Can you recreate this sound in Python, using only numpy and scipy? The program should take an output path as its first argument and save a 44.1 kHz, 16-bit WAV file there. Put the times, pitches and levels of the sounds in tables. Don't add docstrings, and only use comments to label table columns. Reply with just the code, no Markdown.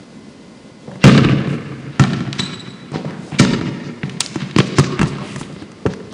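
import sys
import numpy as np
from scipy import signal
from scipy.fft import rfft, irfft
from scipy.io import wavfile
from scipy.ndimage import uniform_filter1d

SR = 44100
rng = np.random.default_rng(int(sys.argv[2]) if len(sys.argv) > 2 else 0)


def unload_audio(sound):
    columns = np.transpose(np.atleast_2d(sound))
    steps = np.round(np.clip(columns, -1, 1) * 32767)
    wavfile.write(sys.argv[1], SR, steps.astype(np.int16))


def natural_amplitude(level_db):
    exponent = np.asarray(level_db, float) / 20
    return 10 ** exponent


N = 270333
T = np.arange(SR // 3) / SR
SCATTER_DB = 2.5


def band(x, hz, width_hz):
    edges = [max(hz - width_hz / 2, hz / 4), min(hz + width_hz / 2, 0.45 * SR)]
    return signal.sosfilt(signal.butter(2, edges, "bandpass", fs=SR, output="sos"), x)


def fade(t60):
    return 10 ** (-3 * T / max(t60, 0.002))


def swell(n):
    return np.sin(np.pi * np.arange(n) / n)


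def unit(x):
    return x / np.abs(x).max()


def add(track, start_s, x):
    i = int(start_s * SR)
    track[i:i + len(x)] += x[:len(track[i:])]


def alike(start_s, sound, hall_db):
    return start_s, sound, sound, hall_db


# start_s, crack_db, boom_db (peaks), distance_m, hall_db (share sent into the hall)
BOUNCES = [
    (1.0398, 1.5, 2, 10.4, -3.5),
    (1.9952, -2.5, -1.5, 7.9, -9.5),
    (3.3967, -1, 0.5, 3.4, -10),
    (4.7838, -3.5, -2.5, 1.1, -16.5),
    (5.013, -9.5, -6.5, 6.5, -16),
    (5.8614, -17.5, -6.5, 8.9, -18.5),
]


def dribble():
    sounds = []
    for start_s, crack_db, boom_db, distance_m, hall_db in BOUNCES:
        top_db = -4.5 - 0.4 * distance_m
        direct, spread = blow(crack_db, boom_db, top_db, crack_hz=1450, t60=0.082, ping_db=5.5, crack_t60=0.044)
        sounds.append((start_s, direct, spread, hall_db))
    return sounds


def blow(crack_db, boom_db, top_db, crack_hz, t60, ping_db, crack_t60):
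    luck = rng.standard_normal((3, 9))
    crack_noise, top_noise, board_noise = rng.standard_normal((3, len(T)))
    boom = natural_amplitude(boom_db + 3.5) * floor_boom(t60, luck, board_noise)
    ping = ball_ping(luck)
    burst = (fade(crack_t60) + 1.9 * fade(0.0026)) * (1 - np.exp(-T / 0.00061))
    crack = band(crack_noise * burst, 1.35 * crack_hz, 1.48 * crack_hz)
    crack = unit(band(crack, 0.92 * crack_hz, 1.5 * crack_hz)) + natural_amplitude(ping_db) * ping
    top = unit(band(band(top_noise * burst, 4100, 5500), 7700, 7000))
    direct = boom + natural_amplitude(crack_db) * (unit(crack) + natural_amplitude(top_db) * top)

    click = (T == 0) * 1.0
    even = band(click, 2710, 3380) + natural_amplitude(top_db - 8.5) * band(click, 5130, 3500)
    spread = boom + natural_amplitude(crack_db) * (natural_amplitude(23.5) * even + natural_amplitude(ping_db - 5) * ping)
    return direct, spread


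# pitch_hz, level_db
FLOOR_MODES = [(105, -10), (132, -1.5), (148, 0.5), (180, -1.5), (230, -3), (265, -8), (330, -5.5),
               (420, -11.5), (540, -19.5)]


def floor_boom(t60, luck, board_noise):
    boom = np.zeros(len(T))
    for (hz, db), strength, detune, phase in zip(FLOOR_MODES, *luck):
        tone = np.sin(2 * np.pi * hz * (1 + 0.04 * detune) * T + 1.48 * phase)
        boom += natural_amplitude(db + SCATTER_DB * strength) * tone * fade(t60 * (150 / hz) ** 0.5)
    push = 1 - np.exp(-(T / 0.0016) ** 2)
    boards = band(board_noise * fade(0.032), 666, 846)
    return unit(band(boom * push, 336, 520)) + natural_amplitude(-10) * unit(boards)


# pitch_hz, level_db, t60_s (time to fade by 60 dB)
BALL_MODES = [(1006, 1, 0.033), (1150, -12, 0.17), (1340, -2, 0.08), (1794, 14, 0.013), (2170, -17, 0.018),
              (2716, -0.5, 0.043), (3250, -1, 0.022), (3500, -16, 0.029), (4460, -28, .012)]


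def ball_ping(luck):
    ping = np.zeros(len(T))
    for (hz, db, t60_s), strength, phase, _ in zip(BALL_MODES, *luck):
        ping += natural_amplitude(db + SCATTER_DB * strength) * np.sin(2 * np.pi * hz * T + 3 * phase) * fade(t60_s)
    return unit(ping) * (1 - np.exp(-(T / 0.0008) ** 2))


# start_s, pitch_hz, level_db (peak), hall_db
PINGS = [
    (1.149, 1200, -14.5, -9),
    (1.999, 1326, -19, -12.5),
    (2.041, 1260, -16, -18.5),
    (3.506, 1240, -28, -22),
    (4.784, 1086, -8, -14),
    (4.796, 1225, -13.5, -8),
    (5.014, 1628, -17.5, -17),
]


def pings():
    return [alike(start_s, knock(hz, db, t60=0.046), hall_db) for start_s, hz, db, hall_db in PINGS]


# delay_s, crack_db, boom_db, tick_db (relative to blow and hall share)
RETURNS = [(.012, -6, 2.5, -23), (.028, -12.5, 1.5, -32), (.053, 1, -3.5, -25), (.076, -11, -9, -23),
           (0.111, -17, -7, -14), (0.127, -23, -13.5, -35), (.150, -11, -10.5, -32),
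           (.175, -19, -10.5, -31), (0.194, -11, -13, -28), (0.2098, -6.5, -3, -5), (.222, -21, -10.5, -28),
           (.255, -11, -8, -33), (.32, -22, -24, -29), (.365, -22, -14, -27), (.435, -21, -13, -21)]
# delay_s, crack_db, boom_db, tick_db
SIDE_WALL = (.138, -9, -12, -1)
# crack_db, boom_db, tick_db
CEILING_DB = (2, -16, 8)


def slaps_of_bounce(start_s, crack_db, boom_db, distance_m, hall_db):
    dull = dict(top_db=-23, crack_hz=1300, t60=0.056, ping_db=-1.5, crack_t60=0.031)
    crack, _ = blow(-0.5, -99, **dull)
    boom, _ = blow(-99, -1.5, **dull)
    tick = knock(3770, 0, 0.0016) + knock(1950, -2.5, 0.0023) + knock(5800, -13.5, 0.0032)

    ceiling_m, sound_m_s = 10.7, 343
    ceiling_s = (np.hypot(distance_m, 2 * ceiling_m) - distance_m) / sound_m_s
    far_slip_s = 0.001 * (8.6 - distance_m)
    sounds = []
    for delay_s, slap_crack_db, slap_boom_db, tick_db in [(ceiling_s, *CEILING_DB), SIDE_WALL] + RETURNS:
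        sharp = natural_amplitude(crack_db) * (natural_amplitude(slap_crack_db) * crack + natural_amplitude(tick_db) * tick)
        slap = natural_amplitude(hall_db) * (sharp + natural_amplitude(boom_db + slap_boom_db) * boom)
        if delay_s > 0.2:
            delay_s = delay_s + far_slip_s
        sounds.append((start_s + delay_s, slap, 0 * T, 0))
    return sounds


# start_s, crack_db, boom_db (peaks), top_db (treble relative to crack), crack_hz
FAR_STEPS = [(0.879, -39, -27.5, -15, 1340), (0.914, -26.5, -38, -16.5, 1150),
             (0.9552, -32, -25.5, -8, 1040), (2.3284, -13.5, -34, -12, 2580), (2.394, -9, -14, -16, 3200),
             (2.9173, -33.5, -23, -1.5, 1150), (2.939, -24.5, -19, -14, 956),
             (2.9574, -18.5, -13, -24, 1360), (3.051, -30, -18, -6, 1470), (3.1069, -26, -26, -11, 1500),
             (3.3205, -25.5, -20, -36, 1300), (3.3424, -28, -19, -30, 1450)]
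NEAR_STEPS = [(4.0317, -18, -15, -39, 1963), (4.0949, -19.5, -36.5, -8.5, 2120),
              (4.205, -11, -45, 11.5, 2530), (4.3579, -15, -15.5, -11, 1150), (4.4183, -19, -16, -9, 1720),
              (4.5097, -22, -48, -15.5, 2700), (4.562, -7, -5.5, -17, 2880), (4.5846, -5, -4.5, -4, 1080),
              (4.6017, -4.5, -4.5, -32, 2150), (4.7946, -9, -6, 2, 1120), (4.9922, -8.5, -11.5, -12, 1610),
              (5.0293, -12.5, -8.5, -7.5, 1380), (5.1836, -22, -33, -12, 960),
              (5.217, -25, -22.5, -24, 1070), (5.36, -17.5, -20.5, -5.5, 1090),
              (5.4116, -18, -18.5, -13, 1030), (5.5263, -30.5, -36, -25, 3730),
              (5.5628, -27.5, -29, -23, 1860), (5.6219, -31, -24, -2, 1290), (5.717, -34.5, -55, 1.5, 1350),
              (5.9356, -22, -45, -5, 1580), (6.1244, -31, -40, 1, 910)]
# start_s, hall_db
FEET_SHARE = [(.9, -9), (2.4, -9), (3.1, -9), (4.1, -9.5), (4.4, -10.5), (4.6, -16), (5.2, -12.5),
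              (5.6, -22)]


def footsteps():
    share_s, share_db = np.transpose(FEET_SHARE)
    sounds = []
    for start_s, *hit in FAR_STEPS + NEAR_STEPS:
        direct, spread = blow(*hit, t60=0.069, ping_db=-2.5, crack_t60=0.02)
        sounds.append((start_s, direct, spread, np.interp(start_s, share_s, share_db)))
    return sounds


# start_s, length_s, pitch_hz, level_db, hall_db
SQUEAKS = [
    (1.019, 0.023, 2750, -27.5, -7),
    (1.03, .018, 2000, -20.5, -24),
    (2.394, 0.02, 3940, -18, -10.5),
    (2.396, 0.011, 3500, -18, -13),
    (3.386, 0.015, 2343, -13.5, -37),
]
# delay_s, length_s, level_db
SQUEAK_RETURNS = [
    (0.032, .02, -10),
    (0.047, 0.042, -9.5),
    (0.133, 0.037, -11.5),
    (.197, .025, -11.5),
    (0.295, 0.031, -20.5),
]


def squeaks():
    sounds = [alike(start_s, squeak(length_s, hz, db), hall_db) for start_s, length_s, hz, db, hall_db in SQUEAKS]
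    start_s, _, hz, db, _ = SQUEAKS[2]
    for delay_s, length_s, loss_db in SQUEAK_RETURNS:
        sounds.append(alike(start_s + delay_s, squeak(length_s, hz, db + loss_db), -12))
    return sounds


def squeak(length_s, hz, db):
    n = int(length_s * SR)
    waver, rough = uniform_filter1d(rng.standard_normal((2, len(T))), size=60)[:, :n]
    phase = 2 * np.pi * np.cumsum(hz * (1 + 0.14 * waver)) / SR
    tone = np.sin(phase) + natural_amplitude(-12) * np.sin(2 * phase)
    return natural_amplitude(db + 28 * rough) * tone * swell(n)


# start_s, length_s, centre_hz, level_db
SCUFFS = [(0.868, 0.054, 546, -36.5), (0.997, 0.21, 2860, -28.5), (1.231, 0.031, 2320, -22.5),
          (1.46, 0.11, 6400, -48.5), (1.899, 0.099, 2540, -43), (2.098, 0.16, 3400, -39.5),
          (2.377, 0.036, 3730, -26), (2.42, 0.064, 3000, -44), (2.922, 0.064, 3270, -34.5),
          (2.927, 0.037, 695, -28), (3.038, 0.18, 1300, -41), (3.167, 0.24, 5560, -48),
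          (3.274, 0.019, 523, -33), (3.31, .068, 1960, -34), (3.384, 0.029, 4180, -14),
          (4.2, 0.02, 5860, -22.5), (4.388, 0.057, 2630, -32), (4.572, 0.04, 3520, -22.5),
          (4.654, 0.035, 4570, -36), (4.752, 0.076, 3650, -26), (4.96, 0.063, 1905, -31),
          (5.061, 0.04, 5430, -35.5), (5.107, 0.27, 2700, -42), (5.186, .072, 486, -35),
          (5.202, 0.2, 6600, -43.5), (5.375, 0.058, 6930, -37), (5.893, 0.047, 3340, -39)]


def scuffs():
    return [alike(start_s, scuff(length_s, hz, 1.52 * hz, db), -8) for start_s, length_s, hz, db in SCUFFS]


# start_s, length_s, centre_hz, level_db
SLIDES = [(3.831, 0.065, 5220, -45), (4.208, .016, 2800, -23), (4.226, 0.065, 7300, -39.5),
          (4.233, 0.062, 3300, -41), (4.823, .06, 5530, -33), (4.847, 0.31, 1230, -41),
          (4.934, .03, 4540, -43), (5.19, 0.23, 2500, -41.5), (5.426, 0.016, 3200, -38),
          (5.563, 0.086, 4020, -47), (5.85, 0.026, 940, -29.5), (6.102, 0.06, 4000, -44)]


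def slides():
    return [alike(start_s, scuff(length_s, hz, 0.63 * hz, db), -12) for start_s, length_s, hz, db in SLIDES]


def scuff(length_s, hz, width_hz, db):
    n = int(length_s * SR)
    noise, lumps = rng.standard_normal((2, len(T)))
    grain = natural_amplitude(22.62 * uniform_filter1d(lumps, size=64))
    x = band(band(noise * grain, hz, width_hz), hz, 0.89 * width_hz)[:n]
    return natural_amplitude(db) * x / x.std() * swell(n) ** 0.93


# start_s, pitch_hz, level_db (peak)
KNOCKS = [(.879, 497, -23), (1.045, 189, 2), (1.245, 40, -18), (1.288, 2430, -7), (2.003, 139.3, -2),
          (2.329, 4400, -10.5), (2.956, 420, -20.5), (3.047, 578, -15), (3.5, 44.6, -24), (4.032, 282, -14),
          (4.032, 2000, -10.5), (4.206, 930, -14), (4.262, 4800, -7), (4.357, 326, -12), (4.562, 299, -7.5),
          (4.587, 3050, -2), (4.587, 243, -3.5), (4.59, 150, -20), (4.99, 45, -18), (5.0, 181, -7.5),
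          (5.39, 45, -35), (5.5, 504, -29), (5.619, 305, -20), (5.855, 406, -4.5), (5.861, 343, -12),
          (5.862, 1600, -12), (5.8948, 139, -15)]


def knocks():
    return [alike(start_s, knock(hz, db, t60=0.034 * 400 / hz), -20) for start_s, hz, db in KNOCKS]


def knock(hz, db, t60):
    ring = np.sin(2 * np.pi * hz * T) * fade(t60) * (1 + 0.13 * rng.standard_normal(len(T)))
    return natural_amplitude(db) * unit(band(ring, 1.074 * hz, 1.4 * hz))


# centre_hz, t60_s, level_db
HALL = [(58.7, 2.6, -8), (126, 2.1, -4.5), (235.6, 1.92, 0.5), (481, 2.09, 1), (880, 2.1, -4.5),
        (1790, 2.53, -5), (3670, 1.34, -5.5), (7100, 0.78, -4.5)]


def hall(send):
    t = np.arange(2 * SR) / SR
    lumps = natural_amplitude(25.48 * uniform_filter1d(rng.standard_normal(len(t)), size=220))
    lumps *= natural_amplitude(70 * uniform_filter1d(rng.standard_normal(len(t)), size=900))
    tail = np.zeros(len(t))
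    for hz, t60_s, db in HALL:
        tail += natural_amplitude(db - 60 * t / t60_s) * band(rng.standard_normal(len(t)) * lumps, hz, 0.78 * hz)
    build_up = 1 - np.exp(-(t / 0.011) ** 2)
    early_boost = 1 + 3.1 * np.exp(-t / 0.022)
    return signal.fftconvolve(send, tail * build_up * early_boost * natural_amplitude(-32))[:N]


# pitch_hz, level_db (per Hz)
AIR = [(15, -70), (25, -24), (209, -3.5), (238, -2.5), (270, -6.5), (534, -15), (591, -17.5), (886, -24),
       (1060, -20), (1140, -27), (1990, -28.5), (2260, -29.5), (4700, -31), (10600, -42.5), (13700, -53),
       (22000, -120)]
# pitch_hz, level_db
HUMS = [(1443, -69), (2040, -65), (4802, -71)]


def ventilation():
    f = np.fft.rfftfreq(N, 1 / SR) + 1
    air_hz, air_db = np.transpose(AIR)
    shape = natural_amplitude(np.interp(np.log(f), np.log(air_hz), air_db))
    air = irfft(rfft(rng.standard_normal(N)) * shape, N)
    air *= natural_amplitude(40 * uniform_filter1d(rng.standard_normal(N), size=3600))
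    t = np.arange(N) / SR
    hum = sum(natural_amplitude(db + 7.5) * np.sin(2 * np.pi * hz * t) for hz, db in HUMS)
    return natural_amplitude(-38) * air / air.std() + hum


def scene():
    near, send = np.zeros(N), np.zeros(N)
    sounds = dribble() + footsteps()
    for bounce in BOUNCES:
        sounds += slaps_of_bounce(*bounce)
    sounds += scuffs() + squeaks() + knocks() + pings() + slides()
    for start_s, direct, spread, hall_db in sounds:
        add(near, start_s, direct)
        add(send, start_s, natural_amplitude(hall_db) * spread)
    return (near + hall(send) + ventilation())[None]


def top_cut(x):
    return signal.sosfilt(signal.butter(12, 10720, fs=SR, output="sos"), x)


def record(dry):
    x = signal.sosfilt(signal.butter(1, 75, "highpass", fs=SR, output="sos"), dry)
    x = x / (1 + np.abs(x / 1.02) ** 8) ** (1 / 8)
    x = signal.sosfilt(signal.ellip(8, 0.3, 60, 10120, fs=SR, output="sos"), x)
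    return top_cut(np.clip(x, -0.99, 0.99))


dry = scene()
out = record(dry)
unload_audio(out)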